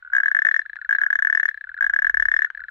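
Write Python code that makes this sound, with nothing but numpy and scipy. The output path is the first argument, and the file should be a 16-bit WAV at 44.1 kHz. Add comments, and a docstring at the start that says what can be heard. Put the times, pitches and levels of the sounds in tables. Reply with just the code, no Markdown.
"""A distant toad ticks over faint night hiss; a moment later a toad close by rasps three calls
from the reeds of a pond, and another answers from further off. Each pulse is a forced resonance:
a few cycles of the larynx ring the vocal sac, whose note climbs through each of the near calls.
Three small ticks sound at the water's edge, and a faint low rumble swells late."""
import sys
import numpy as np
from scipy import signal
from scipy.fft import rfft, irfft
from scipy.io import wavfile
from scipy.ndimage import map_coordinates

SR = 44100
rng = np.random.default_rng(int(sys.argv[2]) if len(sys.argv) > 2 else 0)


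def wav_record(signal):
    """Record a signal, one row per channel, as 16-bit PCM in the file named by sys.argv[1]."""
    frames = np.transpose(np.atleast_2d(signal))
    bounded = np.clip(frames, -1, 1)
    # unit amplitude maps onto the largest positive 16-bit level
    quanta = np.round(bounded * 32767).astype(np.int16)
    wavfile.write(sys.argv[1], SR, quanta)


N = 119070
PULSE_T = np.arange(2205) / SR
PITCH_JITTER = .006  # relative spread of a resonance from pulse to pulse


def undb(db):
    """Amplitude ratio of a level; all levels here are relative."""
    return 10 ** (np.asarray(db) / 20)


def between(start, end, share):
    """Linear interpolation."""
    return start + (end - start) * share


def butterworth(x, kind, hz, order):
    """Filter with a maximally flat passband."""
    return signal.sosfilt(signal.butter(order, hz, kind, fs=SR, output="sos"), x)


def add(out, start_s, sound):
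    """Superposition: a sound sums into the mix from its start time."""
    i = int(start_s * SR)
    out[..., i:i + sound.shape[-1]] += sound[..., :N - i]


def delayed(x, ms):
    """Propagation delay, interpolated between samples."""
    return map_coordinates(x, [np.arange(N) - ms * SR / 1000], order=3)


def place(x, pan_db, lag_ms):
    """Direction by level and time difference: the right channel is pan_db down and lag_ms late."""
    return np.array([x, undb(-pan_db) * delayed(x, lag_ms)])


def decay(t60_s, t=PULSE_T):
    """Exponential damping, 60 dB in t60_s."""
    return np.exp(-np.log(1000) * t / t60_s)


def ring(hz, t60_s, attack_ms):
    """Free vibration of one damped mode, with a soft onset."""
    onset = 1 - np.exp(-1000 * PULSE_T / attack_ms)
    return np.sin(2 * np.pi * hz * PULSE_T) * decay(t60_s) * onset


# spectrum of the night air: frequency_hz, density_db
AIR_SPECTRUM = [(25, -2), (45, 4), (100, -7), (200, -19), (500, -22), (1000, -17), (1600, 3), (2500, -15),
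                (4000, -18), (5000, -32), (10000, -40), (16000, -44)]
def night_air():
    """Spectrally shaped noise: a hiss in which remote toads blur into a peak at 1600 Hz."""
    hz, db = np.array(AIR_SPECTRUM).T
    bin_hz = np.maximum(np.arange(N // 2 + 1) * SR / N, 1)
    shape = undb(np.interp(np.log(bin_hz), np.log(hz), db))
    hiss = irfft(rfft(rng.standard_normal((2, N))) * shape, N)
    return undb(-65) * hiss / hiss.std()


# envelope of the rumble: time_s, level_db
RUMBLE_ENVELOPE = [(0.0, -82.5), (0.87, -71.5), (1.68, -73.5), (1.75, -61), (2.02, -62.5), (2.21, -49.5),
                   (2.42, -61.5), (2.46, -86.5), (2.62, -57.5), (2.7, -74)]
def rumble():
    """Amplitude modulation of low noise that is nearly in phase in both channels."""
    mid, side = butterworth(rng.standard_normal((2, N)), "band", (34.6, 60.4), order=2)
    level_db = np.interp(np.arange(N) / SR, *np.array(RUMBLE_ENVELOPE).T) - 2
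    width = .25 * np.array([side, -side]) / side.std()
    return undb(level_db) * (mid / mid.std() + width)


def croak(larynx_hz, sac_hz, bandwidth_hz, burst_decay_ms):
    """Forced resonance: five fading larynx cycles drive the vocal sac; the peak is scaled to 1."""
    cycles = larynx_hz * PULSE_T
    burst = np.sin(2 * np.pi * cycles) * np.exp(-1000 * PULSE_T / burst_decay_ms) * (cycles < 5)
    hz = sac_hz * (1 + PITCH_JITTER * rng.standard_normal())
    sac = signal.lfilter(*signal.iirpeak(hz, hz / bandwidth_hz, fs=SR), burst)
    return sac / np.abs(sac).max()


def overtones(modes):
    """Modal superposition, each mode's level and pitch a little different at every pulse."""
    out = 0
    for hz, t60_s, db in modes:
        gain = undb(db + 3 * rng.standard_normal())
        pitch_hz = hz * (1 + PITCH_JITTER * rng.standard_normal())
        out += gain * ring(pitch_hz, t60_s, attack_ms=.56)
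    return out


def rasp(low_hz, high_hz, t60_s, db):
    """Damped band noise: a short, rough flutter of air through the throat."""
    noise = rng.standard_normal(len(PULSE_T)) * decay(t60_s)
    bandwidth_gain = np.sqrt(.5 * SR / (high_hz - low_hz))
    return undb(db) * bandwidth_gain * butterworth(noise, "band", (low_hz, high_hz), order=5)


def carried(x):
    """Band-limited transmission: the middle of a voice's spectrum carries from afar."""
    return butterworth(x, "band", (1200, 4700), order=3)


# pulses of the distant toad: start_s, level_db
DISTANT_PULSES = [(0.0246, -29.5), (0.0482, -28.5), (0.0613, -33), (0.0741, -27.5), (0.0999, -28),
                  (0.1184, -30.5), (0.1253, -23), (0.2133, -25.5), (0.3034, -27.5), (0.408, -37),
                  (0.439, -43.5), (0.653, -30.5), (0.7698, -36), (0.7875, -28), (0.8218, -28),
                  (0.858, -30.5), (0.9993, -27.5), (1.0228, -25), (1.0521, -28), (1.0825, -29.5),
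                  (1.1982, -24.5), (1.2852, -26), (1.6448, -33), (1.6704, -27.5), (1.6958, -29.5),
                  (1.7156, -27.5), (1.766, -28), (1.7865, -22), (1.9067, -27), (1.929, -28), (2.0846, -36),
                  (2.1095, -34), (2.2397, -40.5), (2.4692, -28), (2.5933, -28), (2.6169, -27),
                  (2.6471, -31), (2.6879, -28)]
# modes of its throat: pitch_hz, t60_s, level_db
DISTANT_MODES = [(2150, 0.013, -40), (3000, 0.017, -33.5), (3550, .015, -46.5)]
def distant_toad():
    """A steady sac resonance, the lowest of the three, excited in faint ticking pulses."""
    out = np.zeros(N)
    for start_s, db in DISTANT_PULSES:
        sac = croak(larynx_hz=1540, sac_hz=1490, bandwidth_hz=85, burst_decay_ms=1.5)
        pulse = carried(sac + overtones(DISTANT_MODES)) + rasp(2600, 3800, t60_s=.02, db=-43.5)
        add(out, start_s, undb(db - 1.5) * pulse)
    return place(out, pan_db=.67, lag_ms=-.13)


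# thin whistles of the near toad: start_hz, end_hz, level_db, loudest_share, width_share
WHISTLE_MODES = [(11500, 9450, -39, .55, .3), (13300, 11580, -41, .74, .24), (15900, 14280, -39, .95, .15),
                 (16300, 15300, -40, .85, .15)]
def whistles(share):
    """High damped modes that sink and swell as share, the progress of a call, goes from 0 to 1."""
    out = 0
    for start_hz, end_hz, db, loudest, width in WHISTLE_MODES:
        swell = max(np.exp(-((share - loudest) / width) ** 2), undb(-21))
        gain = undb(db - 1 + 2 * rng.standard_normal())
        hz = between(start_hz, end_hz, share ** .7)
        out += gain * swell * ring(hz, t60_s=.022, attack_ms=1.2)
    return out


# spans over which the near toad's calls climb: start_s, end_s
CALLS = [(.134, 0.73), (.892, 1.797), (1.808, 2.73)]
# its pulses: start_s, level_db
CALL_PULSES = [(0.1339, -1.6), (0.15, -1.5), (0.1651, -0.5), (0.182, -0.5), (0.2016, -2), (0.233, -2.5),
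               (0.258, -0.5), (0.2818, -1.1), (0.3142, -1.7), (0.3478, 0.1), (0.3666, -1.5), (0.3886, 0),
               (0.4191, -1.6), (0.4495, 0.9), (0.4675, 0), (0.487, -0.5), (0.5123, -1.7), (0.5419, -1.3),
               (0.5631, -1), (0.592, -2.1), (0.8917, -2.5), (0.9086, -2), (0.9265, -0.8), (0.9493, -1.7),
               (0.9845, -3.5), (1.0147, -1.1), (1.0354, -1.5), (1.0636, -1.8), (1.1032, -1.9), (1.1281, -1),
               (1.1547, -1.3), (1.1891, -2.7), (1.2229, -0.4), (1.2481, -0.6), (1.2704, -0.5), (1.2986, -1),
               (1.3264, -0.8), (1.3492, -0.1), (1.3736, -1), (1.3979, -1.1), (1.4305, -2), (1.4549, -1.2),
               (1.4879, -3), (1.808, -2), (1.8248, -2), (1.8427, -1.5), (1.8647, -2.2), (1.8968, -3),
               (1.9361, -0.6), (1.9619, -0.7), (1.9888, -0.8), (2.0206, -2.5), (2.0455, 0), (2.0674, -1),
               (2.0959, -1.0), (2.143, -0.9), (2.1704, -1), (2.198, -0.2), (2.2238, -0.5), (2.2543, -1.2),
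               (2.2847, -1), (2.3154, -0.9), (2.3392, -0.2), (2.3646, -0.6), (2.3898, -1.2), (2.4196, -1.0),
               (2.446, -1.7)]
# modes of its throat: pitch_hz, t60_s, start_level_db, end_level_db
NEAR_MODES = [(520, .015, -51, -50.5), (785, 0.01, -60.5, -57.5), (1270, 0.06, -55, -51.5),
              (2092, 0.045, -42, -35), (2800, 0.018, -43.5, -40.5), (3150, .016, -36.5, -49),
              (3405, 0.012, -31.5, -22.5), (3844, .025, -44.5, -52), (5080, 0.023, -57.5, -51.5),
              (5154, 0.037, -51.5, -38), (5970, 0.008, -56.5, -58), (6187, 0.028, -49, -36),
              (6544, 0.0086, -30, -34), (6300, 0.029, -49, -48)]
def near_toad():
    """A shifting resonance: through each call the sac rings higher and the throat brightens."""
    sac, throat = np.zeros((2, N))
    for start_s, db in CALL_PULSES:
        begin_s, end_s = min(CALLS, key=lambda span: abs(start_s - np.mean(span)))
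        share = np.clip((start_s - begin_s) / (end_s - begin_s), 0, 1)
        gain = undb(db - 2.5)
        decay_ms = 2.6 * undb(1.5 * rng.standard_normal())
        modes = [(hz, t60_s, between(*ends_db, share)) for hz, t60_s, *ends_db in NEAR_MODES]
        ringing = butterworth(overtones(modes), "low", 6670, order=8)
        sac_hz = between(1668, 1868, share) + 8 * db  # weaker pulses ring lower
        pulse = croak(larynx_hz=1677.6, sac_hz=sac_hz, bandwidth_hz=112.6, burst_decay_ms=decay_ms)
        flutter = rasp(2700, 6900, t60_s=.02, db=-50.5)
        add(sac, start_s, gain * pulse)
        add(throat, start_s, gain * (ringing + flutter + whistles(share)))
    direct = place(sac, pan_db=7.14, lag_ms=.16) + place(throat, pan_db=12, lag_ms=.094)
    stems = scatter(throat, t60_s=.03, db=-14)
    return bank_echoes(direct + stems)


# reflections in each channel: delay_ms, gain
LEFT_ECHOES = [(1.187, -.237), (1.798, .067), (3.461, -.035)]
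RIGHT_ECHOES = [(2.768, -.248), (1.544, -.138)]
def bank_echoes(stereo):
    """Comb filtering: early reflections off the bank and stems interfere with the sound."""
    return np.array([x + sum(gain * delayed(x, ms) for ms, gain in echoes)
                     for x, echoes in zip(stereo, (LEFT_ECHOES, RIGHT_ECHOES))])


def scatter(x, t60_s, db):
    """Diffuse reflection: convolution with a decaying noise tail, different in each channel."""
    t = np.arange(SR // 2) / SR
    build_up = (1 - np.exp(-t / .004)) ** 2
    tail = rng.standard_normal((2, len(t))) * decay(t60_s, t) * build_up
    tail /= np.linalg.norm(tail, axis=1, keepdims=True)
    return undb(db) * signal.fftconvolve(x[None], tail, axes=1)[:, :N]


# pulses of the answering toad: start_s, level_db
ANSWER_PULSES = [(0.244, -20), (0.2709, -20.5), (0.3263, -30), (0.5188, -14.5), (0.5536, -18.5),
                 (0.6164, -18), (0.6597, -19), (0.6958, -18.5), (0.731, -18.5), (0.765, -18),
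                 (0.8144, -17.5), (0.8469, -17.5), (0.9356, -18), (0.9612, -14.5), (1.0071, -20.5),
                 (1.1628, -31), (1.4084, -16), (1.4813, -15.5), (1.512, -19), (1.543, -18), (1.5742, -18.5),
                 (1.6096, -18), (1.6399, -18), (1.6914, -18), (1.7421, -18.5), (1.7753, -18.5),
                 (2.0538, -20.5), (2.4063, -19.5), (2.4318, -19), (2.4603, -22.5), (2.5482, -18.5),
                 (2.574, -17.5), (2.6031, -19.5), (2.6374, -19), (2.6833, -20)]
# modes of its throat: pitch_hz, t60_s, level_db
ANSWER_MODES = [(2000, .018, -28), (2780, 0.014, -37), (3560, 0.0078, -29.5), (4000, 0.015, -37.5),
                (4020, 0.024, -31), (6840, 0.037, -40)]
def answering_toad():
    """A steady sac resonance excited in pulses, with one faint high mode ringing above it."""
    out = np.zeros(N)
    whistle = undb(-50) * ring(9400, t60_s=.055, attack_ms=1.2)
    for start_s, db in ANSWER_PULSES:
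        sac = croak(larynx_hz=1730, sac_hz=1700, bandwidth_hz=105, burst_decay_ms=1.7)
        pulse = carried(sac + overtones(ANSWER_MODES)) + rasp(3200, 4350, t60_s=.018, db=-33)
        add(out, start_s, undb(db - 3) * (pulse + whistle))
    return place(out, pan_db=5.9, lag_ms=-.05)


# ticks at the water's edge: start_s, pitch_hz, t60_s, level_db, snap_db, left_minus_right_db
EDGE_TICKS = [(0.7577, 1670, 0.0034, -21, -5, 21), (2.111, 1490, 0.0095, -39, -12, -2),
              (2.502, 1602, .012, -15.5, -12.5, 11.5)]
# hollow ring under each tick: pitch_hz, t60_s, level_db
HOLLOW_MODES = [(860, .03, -36), (1030, .035, -30), (1230, .035, -28), (2950, .02, -33), (6050, .02, -42)]
def ticks():
    """Damped transients: a short pip with a dull snap of noise, over longer hollow modes."""
    out = np.zeros((2, N))
    for start_s, hz, t60_s, db, snap_db, pan_db in EDGE_TICKS:
        pip = butterworth(ring(hz, t60_s, attack_ms=.83), "band", (650, 3500), order=3)
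        noise = rng.standard_normal(len(PULSE_T)) * decay(t60_s)
        snap = undb(snap_db) * butterworth(noise, "band", (650, 3300), order=3)
        tick = pip / np.abs(pip).max() + snap + overtones(HOLLOW_MODES)
        add(out, start_s, undb([[db], [db - pan_db]]) * tick)
    return out


def scene():
    """Superposition of the sources, the reverberation of their left channel, and the background."""
    sources = near_toad() + answering_toad() + distant_toad() + ticks()
    reeds = scatter(sources[0], t60_s=.024, db=-23)
    open_air = scatter(sources[0], t60_s=.15, db=-26.5)
    return sources + reeds + open_air + night_air() + rumble()


def record(dry):
    """Band limiting: a steep elliptic low-pass cuts the treble above 16.4 kHz."""
    return signal.sosfilt(signal.ellip(8, .2, 70, 16400, fs=SR, output="sos"), dry)


dry = scene()
out = record(dry)
wav_record(out)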